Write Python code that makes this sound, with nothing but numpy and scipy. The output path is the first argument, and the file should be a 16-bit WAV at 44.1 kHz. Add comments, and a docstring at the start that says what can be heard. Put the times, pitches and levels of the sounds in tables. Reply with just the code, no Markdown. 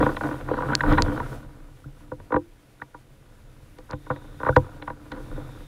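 """A windsurf board skims over small chop, heard from a sealed camera clamped to the rig.
It opens in churning wash and buffeting wind, with a run of knocks that travel up the mast as bending
waves and ring its hollow modes; drops tick on the case and air pockets plop under the hull. The ride
calms, the hiss steps down near 1.4 s, and a short clatter comes near 2.3 s. Near 4 s the rigging whistles
faintly and the knocks build to a crackling landing at 4.6 s, then thin out over wash, wind and hiss."""
import sys
import numpy as np
from scipy import signal
from scipy.fft import rfft, irfft, next_fast_len
from scipy.io import wavfile
from scipy.ndimage import uniform_filter1d, map_coordinates

SR = 44100
rng = np.random.default_rng(int(sys.argv[2]) if len(sys.argv) > 2 else 0)


def put_to_file(sound):
    """Save the sound as 16-bit audio at rate SR, in the file named by the first command-line argument."""
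    columns = np.atleast_2d(sound).T  # one column per channel
    safe = np.clip(columns, -1, 1)
    whole_steps = np.round(safe * 32767)
    wavfile.write(sys.argv[1], SR, whole_steps.astype(np.int16))


N = 250047

# airflow over the case, rising and falling with the board's speed: (time [s], buffet level [dB])
AIRFLOW = [(0, -26.5), (0.15, -40), (0.38, -43), (0.55, -34), (0.81, -40), (0.91, -21.5), (1.02, -23),
           (1.15, -32.5), (1.72, -51.5), (2.2, -46), (2.62, -59.5), (3.5, -49), (3.85, -51.5), (4.25, -45),
           (4.72, -45), (5.03, -49.5), (5.3, -37.5), (5.67, -46)]
CRUISE_DB = -45  # an ordinary airflow


def amp(db):
    """Decibels to gain."""
    return 10 ** (np.asarray(db) / 20)


def unit(x):
    """Scale to rms 1."""
    return x / np.sqrt(np.mean(x ** 2) + 1e-20)


def along(points, hz):
    """Read (frequency [Hz], value) points on a log frequency axis."""
    freqs, values = np.transpose(points)
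    return np.interp(np.log(hz + 1), np.log(freqs + 1), values)


def envelope(points):
    """Join (time [s], value) points into one value per sample."""
    times, values = np.transpose(points)
    return np.interp(np.arange(N) / SR, times, values)


def wobble(rate):
    """A smooth random curve, rate knots a second."""
    knots = rng.standard_normal(int(N * rate / SR) + 4)
    return map_coordinates(knots, [np.arange(N) * rate / SR])


def filtered(x, response):
    """Filter x with a complex response, given as a function of frequency."""
    size = 2 * next_fast_len(N // 2 + SR // 4)
    return irfft(rfft(x, size) * response(np.fft.rfftfreq(size, 1 / SR)), size)[:N]


def causal(gain):
    """The response with this gain that starts at once and then rings out."""
    cepstrum = irfft(np.log(gain + 1e-9))
    size = len(cepstrum)
    return np.exp(rfft(2 * cepstrum[:size // 2], size) - cepstrum[0])


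def add(track, sound, s):
    """Mix a sound into the track from s seconds on."""
    start = round(s * SR)
    piece = sound[max(-start, 0):N - start]
    track[max(start, 0):][:len(piece)] += piece


def rush(spectrum, patchy_db):
    """Coloured noise of rms 1, with random patches of gain across time and frequency."""
    frames = signal.stft(rng.standard_normal(N), nperseg=512)[2]
    patches = uniform_filter1d(rng.standard_normal(frames.shape), size=5, axis=0)
    patches = uniform_filter1d(patches, size=9, axis=1)
    noise = signal.istft(frames * amp(patchy_db * unit(patches)), nperseg=512)[1][:N]
    return unit(filtered(noise, lambda hz: amp(along(spectrum, hz))))


def patter(rate, spread_db):
    """Random tiny impacts of uneven size, rate a second."""
    hits = rng.random(N) < rate / SR
    return hits * rng.standard_normal(N) * amp(spread_db * rng.standard_normal(N))


def rig(hz, vary_db):
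    """Gain of the rig's modes; each place of impact drives them a little differently, by vary_db."""
    # modes of mast, boom and camera mount: (frequency [Hz], level [dB], t60 [s])
    modes = [(30, -6.5, 0.22), (56.1, -9, 0.076), (93.3, -5.5, 0.28), (133, -2, 0.13), (227.4, -7, 0.14),
             (297.7, 2, 0.11), (340.3, -5, 0.24), (437, -5, 0.066), (505.4, 3.5, 0.068), (573, -7, 0.046),
             (644, -10.5, 0.071), (808.5, -4, 0.056), (960, 1, 0.066), (1024, -3.5, 0.068),
             (1080, -11.5, 0.027), (1162, -6, 0.036), (1457, -5.5, 0.02), (1573, -19.5, 0.069),
             (1847, -18.5, 0.017), (2240, -31.5, 0.0086), (2680, -38.5, 0.013), (3500, -44, 0.03),
             (4000, -38.5, 0.016)]
    # share of a blow that the mast carries to the camera: (frequency [Hz], gain [dB])
    mast_eq = [(15, -19.5), (30, -4), (80, 4.5), (1700, 1.5), (2200, -1.5), (2700, -5.5), (3600, -1.5),
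               (4300, -13), (5500, -38), (16000, -62)]
    power = 0
    for mode_hz, db, t60 in modes:
        offset = (hz - mode_hz) * 2 * np.pi * t60 / np.log(1000)  # in half-widths
        peak = 1 / (1 + offset ** 2) / np.sqrt(1 + (offset / 3) ** 2)  # steep skirts, dark valleys
        power = power + amp(db + vary_db * rng.standard_normal()) ** 2 * peak
    return np.sqrt(power) * amp(along(mast_eq, hz))


def bending(hz, delay_at_1khz=.004):
    """Bending waves are faster at high pitch, so a blow arrives as a quick downward chirp."""
    phase = 4 * np.pi * delay_at_1khz * np.sqrt(1000 * hz)
    # paths of unequal length blur the front of the higher waves over a few milliseconds
    blur = map_coordinates(rng.standard_normal(90), [hz / 260]) * np.minimum(hz / 750, 1.8)
    return np.exp(-1j * (phase + blur))


def blow(drive, size, scatter_db=-6.5, scatter_t60=.035, level_window_s=.005):
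    """One hit through the mast: the direct wave, then a cloud of weak reflections from the fittings."""
    hz, t = np.fft.rfftfreq(size, 1 / SR), np.arange(size) / SR
    echoes = rng.standard_normal(size) * amp(-60 * t / scatter_t60)
    paths = 1 + amp(scatter_db) * rfft(echoes / np.linalg.norm(echoes))
    hit = irfft(causal(drive) * paths * bending(hz))
    gain = np.sqrt(level_window_s * SR)  # a hit's level is its energy spread over this window
    return gain * np.roll(hit, size // 32)  # pre-roll keeps the blurred attack whole


def hiss_and_whistle(whistle_hz=3630, half_width_hz=210, flutter_db=0.82):
    """Fine hiss of spray and recorder, with a faint airy whistle in the rigging."""
    # fine hiss, stepping down near 1.4 s as the camera's microphone switches: (time [s], level [dB])
    hiss_levels = [(0, -48), (0.28, -48), (0.5, -54), (0.72, -50.5), (0.98, -48), (1.36, -50.5),
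                   (1.45, -58.5), (3.1, -60), (4.3, -57), (4.52, -50.5), (4.7, -56.5), (5.05, -57.5),
                   (5.2, -54.5), (5.67, -53.5)]
    # colour of the hiss: (frequency [Hz], spectral level [dB])
    hiss_eq = [(300, 3), (600, -1), (1000, -9.5), (1500, -7), (2300, -9), (3700, -14), (5200, -16.5),
               (8200, -18.5), (10200, -16.5), (12000, -20), (14800, -22.5), (16000, -25.5)]
    # the rigging's whistle, which returns once the board is on its new course: (time [s], level [dB])
    whistle_levels = [(0, -67), (1.6, -84.5), (3.85, -78), (4.1, -66), (4.6, -69), (5.0, -80), (5.3, -67),
                      (5.67, -64.5)]
    resonance = lambda hz: 1 / (1 + ((hz - whistle_hz) / half_width_hz) ** 2)
    whistle = unit(filtered(rng.standard_normal(N), resonance))
    hiss = rush(hiss_eq, patchy_db=.6)
    hiss_db = envelope(hiss_levels) + flutter_db * wobble(21)
    whistle_db = envelope(whistle_levels) + wobble(12)
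    return amp(hiss_db) * hiss + amp(whistle_db) * whistle


def wind(cruise_sway_db=-47.5, sway_db_per_db=1.134):
    """Lumpy air pressure buffets the case and sways the rig's lowest modes."""
    # rumble of air on the case: (frequency [Hz], spectral level [dB])
    buffet_eq = [(12, -24), (28, 10), (50, -13), (70, -6), (110, -10.5), (200, -30), (400, -51.5),
                 (900, -81)]
    # the air pushes too slowly to drive the higher modes: (frequency [Hz], gain [dB])
    push = [(40, -28), (60, -5.5), (90, 0.5), (140, -0.5), (200, -7), (300, -15.5), (500, -27.5),
            (1000, -45.5)]
    buffet_db = envelope(AIRFLOW)
    sway_db = cruise_sway_db + sway_db_per_db * (buffet_db - CRUISE_DB)
    low_modes = lambda hz: rig(hz, vary_db=0) * amp(along(push, hz))
    sway = unit(filtered(rng.standard_normal(N), low_modes))
    buffet = rush(buffet_eq, patchy_db=-1.5)
    return amp(buffet_db) * buffet + amp(sway_db) * sway


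def churn(cruise_wake_db=-58.5, wake_db_per_db=0.55, rise_s=.04):
    """Envelope of the wash: a wake that follows the speed, plus a surge for each wave."""
    # waves the board ploughs through: (start [s], level [dB], hold from start [s], fall [dB/s])
    surges = [(-0.02, -21, 0.043, 126), (0.198, -31.5, 0.068, 68.5), (0.464, -30, 0.27, 190),
              (0.816, -26.5, 0.16, 49), (0.86, -16.5, 0.023, 150), (1.088, -33, 0.088, 89.5),
              (4.1, -45.5, 0.04, 70), (4.57, -46.5, 0.14, 20), (5.096, -40.5, 0.055, 82),
              (5.287, -39.5, 0.032, 49)]
    t = np.arange(N) / SR
    power = amp(cruise_wake_db + wake_db_per_db * (envelope(AIRFLOW) - CRUISE_DB)) ** 2
    for start, db, hold, fall in surges:
        rise = np.clip((t - start) / rise_s, 0, 1)
        surge = rise * amp(db - fall * np.maximum(t - start - hold, 0))
        power = power + surge ** 2
    return np.sqrt(power)


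def wash(gurgle_db=1.76, foam_db=-7):
    """Water churns against the hull: a soft rush of foam plus countless little slaps that ring the rig."""
    # colour of the foam: (frequency [Hz], spectral level [dB])
    foam_eq = [(90, -21.5), (140, -19), (195, -2.5), (300, 2), (380, -30), (500, -9), (720, -4.5),
               (810, -12.5), (1000, -17.5), (1300, -5.5), (1500, -14.5), (2200, -27.5), (3700, -30),
               (6000, -47.5)]
    # softness of a slap: (frequency [Hz], gain [dB])
    slap_eq = [(100, 1), (300, 7), (500, -1.0), (1200, -1.5), (2500, 6.5), (4000, 10.5)]
    hollow = lambda hz: causal(rig(hz, vary_db=0) * amp(along(slap_eq, hz))) * bending(hz)
    slaps = unit(filtered(patter(rate=300, spread_db=2), hollow))
    foam = rush(foam_eq, patchy_db=3.5)
    return churn() * amp(gurgle_db * wobble(25)) * (slaps + amp(foam_db) * foam)


def plops(pitch_rise=0.44, attack_s=0.00085):
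    """A trapped air pocket rings briefly, its pitch rising as it nears the surface."""
    # air pockets closing under the hull: (time [s], starting pitch [Hz], level [dB], t60 [s])
    pockets = [(0.732, 1370, -14.5, 0.044), (0.795, 1340, -26, .03), (0.807, 1516, -0.5, 0.0085),
               (1.842, 1295, -40.5, 0.045), (2.8, 1320, -39.5, 0.017), (2.819, 1647, -23, 0.016),
               (4.526, 1360, -29.5, 0.065)]
    out, t = np.zeros(N), np.arange(SR // 8) / SR
    attack = 1 - np.exp(-(t / attack_s) ** 2)
    for s, hz, db, t60 in pockets:
        pitch = hz * (1 + pitch_rise * (1 - np.exp(-2 * t / t60)))
        ring = np.sin(2 * np.pi * np.cumsum(pitch) / SR) * amp(-60 * t / t60)
        add(out, amp(db) * attack * ring, s)
    return out


def ticks(size=2048):
    """Millisecond ticks: drops hit the stiff case, and one tick stands for an overload crackle."""
    # drops on the case, and at 4.565 s the crackle of the loudest knock overloading the camera:
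    # (time [s], peak [dB])
    hits = [(0.7525, 0), (0.9259, -28), (1.0221, -4.5), (3.787, -41.5), (3.911, -27.5), (4.565, -22),
            (5.1197, -35)]
    # colour of a tick: (frequency [Hz], gain [dB])
    tick_eq = [(200, -24.5), (1400, -10), (2800, -11.5), (3650, -10.5), (4350, 2), (5600, -9),
               (7400, -11.5), (7850, -27), (8900, -19.5), (10200, -34.5), (12500, -36.5), (16000, -52.5)]
    hz = np.fft.rfftfreq(size, 1 / SR)
    tick = irfft(causal(amp(along(tick_eq, hz))))
    tick = tick / np.abs(tick).max()
    out = np.zeros(N)
    for s, db in hits:
        add(out, amp(db) * tick, s)
    return out


def thumps(size=16384, lead_s=0.0024):
    """Water cushions the hull as it lands, so mainly the rig's low modes answer."""
    # landings on wavelets, felt through the mast foot: (time [s], level [dB], firmness [dB])
    landings = [(0.028, -20.5, 10), (1.855, -27, -1), (2.119, -32, -4), (2.3422, -15.5, 13.5),
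                (3.929, -26, -8), (4.102, -23, 3), (4.49, -22.5, -12), (4.564, -10, -14)]
    # soft push of the water: (frequency [Hz], gain [dB])
    cushion_eq = [(170, 2), (290, -9.5), (480, -28.5), (900, -33), (2000, -47.5)]
    out, hz = np.zeros(N), np.fft.rfftfreq(size, 1 / SR)
    for s, db, firm_db in landings:
        firm_shelf = [(170, 0), (290, firm_db)]
        drive = rig(hz, vary_db=1) * amp(along(cushion_eq, hz) + along(firm_shelf, hz))
        thump = blow(drive / np.linalg.norm(irfft(drive)), size)
        add(out, amp(db) * thump, s - lead_s - size // 32 / SR)
    return out


def knocks(size=16384, lead_s=.0021, bass_db=-3, crack_per_snap=2.17):
    """Each knock rings the rig: broad contacts sound hollow, hard ones snap."""
    # hard knocks reaching the mast: (time [s], level [dB], body boost [dB], snap boost [dB])
    hits = [(0.003, -20, 4.5, -1), (0.028, -14, -3, 5), (0.064, -13.5, 1.5, 1), (0.168, -24, -3, 13.5),
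            (0.21, -23, -11, 6.5), (0.245, -33, 12.5, -9), (0.341, -41, 18, -1), (0.41, -33, 0.5, 10.5),
            (0.487, -22.5, -6, 4), (0.511, -21, 8.5, -15), (0.583, -16.5, -21, -23), (0.622, -21, -16, 3),
            (0.632, -23, -5, -9), (0.702, -21.5, -11, -1), (0.733, -22.5, -12, 9), (0.809, -21.5, -6, 12),
            (0.836, -15.5, -11, 1), (0.934, -25.5, -2, 14), (0.982, -11, -17, 10.5), (1.201, -22, -8.5, 6),
            (2.118, -30, 7, -0.5), (2.2, -44, 8, 9), (2.305, -34, 3.5, -1), (2.3224, -19, 2.5, 3.5),
            (2.3421, -14.5, 0, 1), (2.363, -18.5, 7, 4), (2.819, -25, -7, 5.5), (2.946, -34, -6, 3),
            (3.786, -42.5, 6, 11.5), (3.893, -40, -1.5, -2), (3.904, -31.5, 0, 7), (3.92, -31.5, -9.5, 6),
            (3.932, -27.5, 5, 9.5), (4.066, -38, 5, 6), (4.102, -18.5, 2, 0), (4.11, -22, -3, 3),
            (4.162, -38, 2, 11.5), (4.402, -32, -1.5, 6), (4.413, -31, -4, 1), (4.432, -21.5, -4, 2.5),
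            (4.45, -26, -8, 5), (4.465, -17.5, -1, 2.5), (4.475, -22, -4, 4.5), (4.49, -9, -3.5, -0.5),
            (4.564, -6, 1.5, 6), (4.824, -33, -2.5, 14.5), (4.878, -21, -9, 4), (4.902, -26.5, -2, 5.5),
            (5.12, -32, -1, 14), (5.2, -42.5, 7, 4), (5.377, -38, 13.5, 2)]
    out, hz = np.zeros(N), np.fft.rfftfreq(size, 1 / SR)
    for s, db, body_db, snap_db in hits:
        modes = rig(hz, vary_db=1)
        contact_eq = [(170, bass_db), (300, body_db), (480, body_db), (900, 0), (1400, 0),
                      (2000, snap_db), (3800, snap_db * crack_per_snap)]
        drive = modes / np.linalg.norm(irfft(modes)) * amp(along(contact_eq, hz))
        add(out, amp(db) * blow(drive, size), s - lead_s - size // 32 / SR)
    return out


def scene():
    """Mono mix at the camera: the hits over a bed of wash, wind and hiss."""
    return (knocks() + thumps() + plops() + ticks() + wash() + wind() + hiss_and_whistle())[None]


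def record(dry, top_hz=15700):
    """The camera rounds off peaks near full scale and keeps nothing above its band limit."""
    soft_clipped = dry[0] / (1 + dry[0] ** 8) ** (1 / 8)
    return filtered(soft_clipped, lambda hz: hz < top_hz)[None]


dry = scene()
out = record(dry)
put_to_file(out)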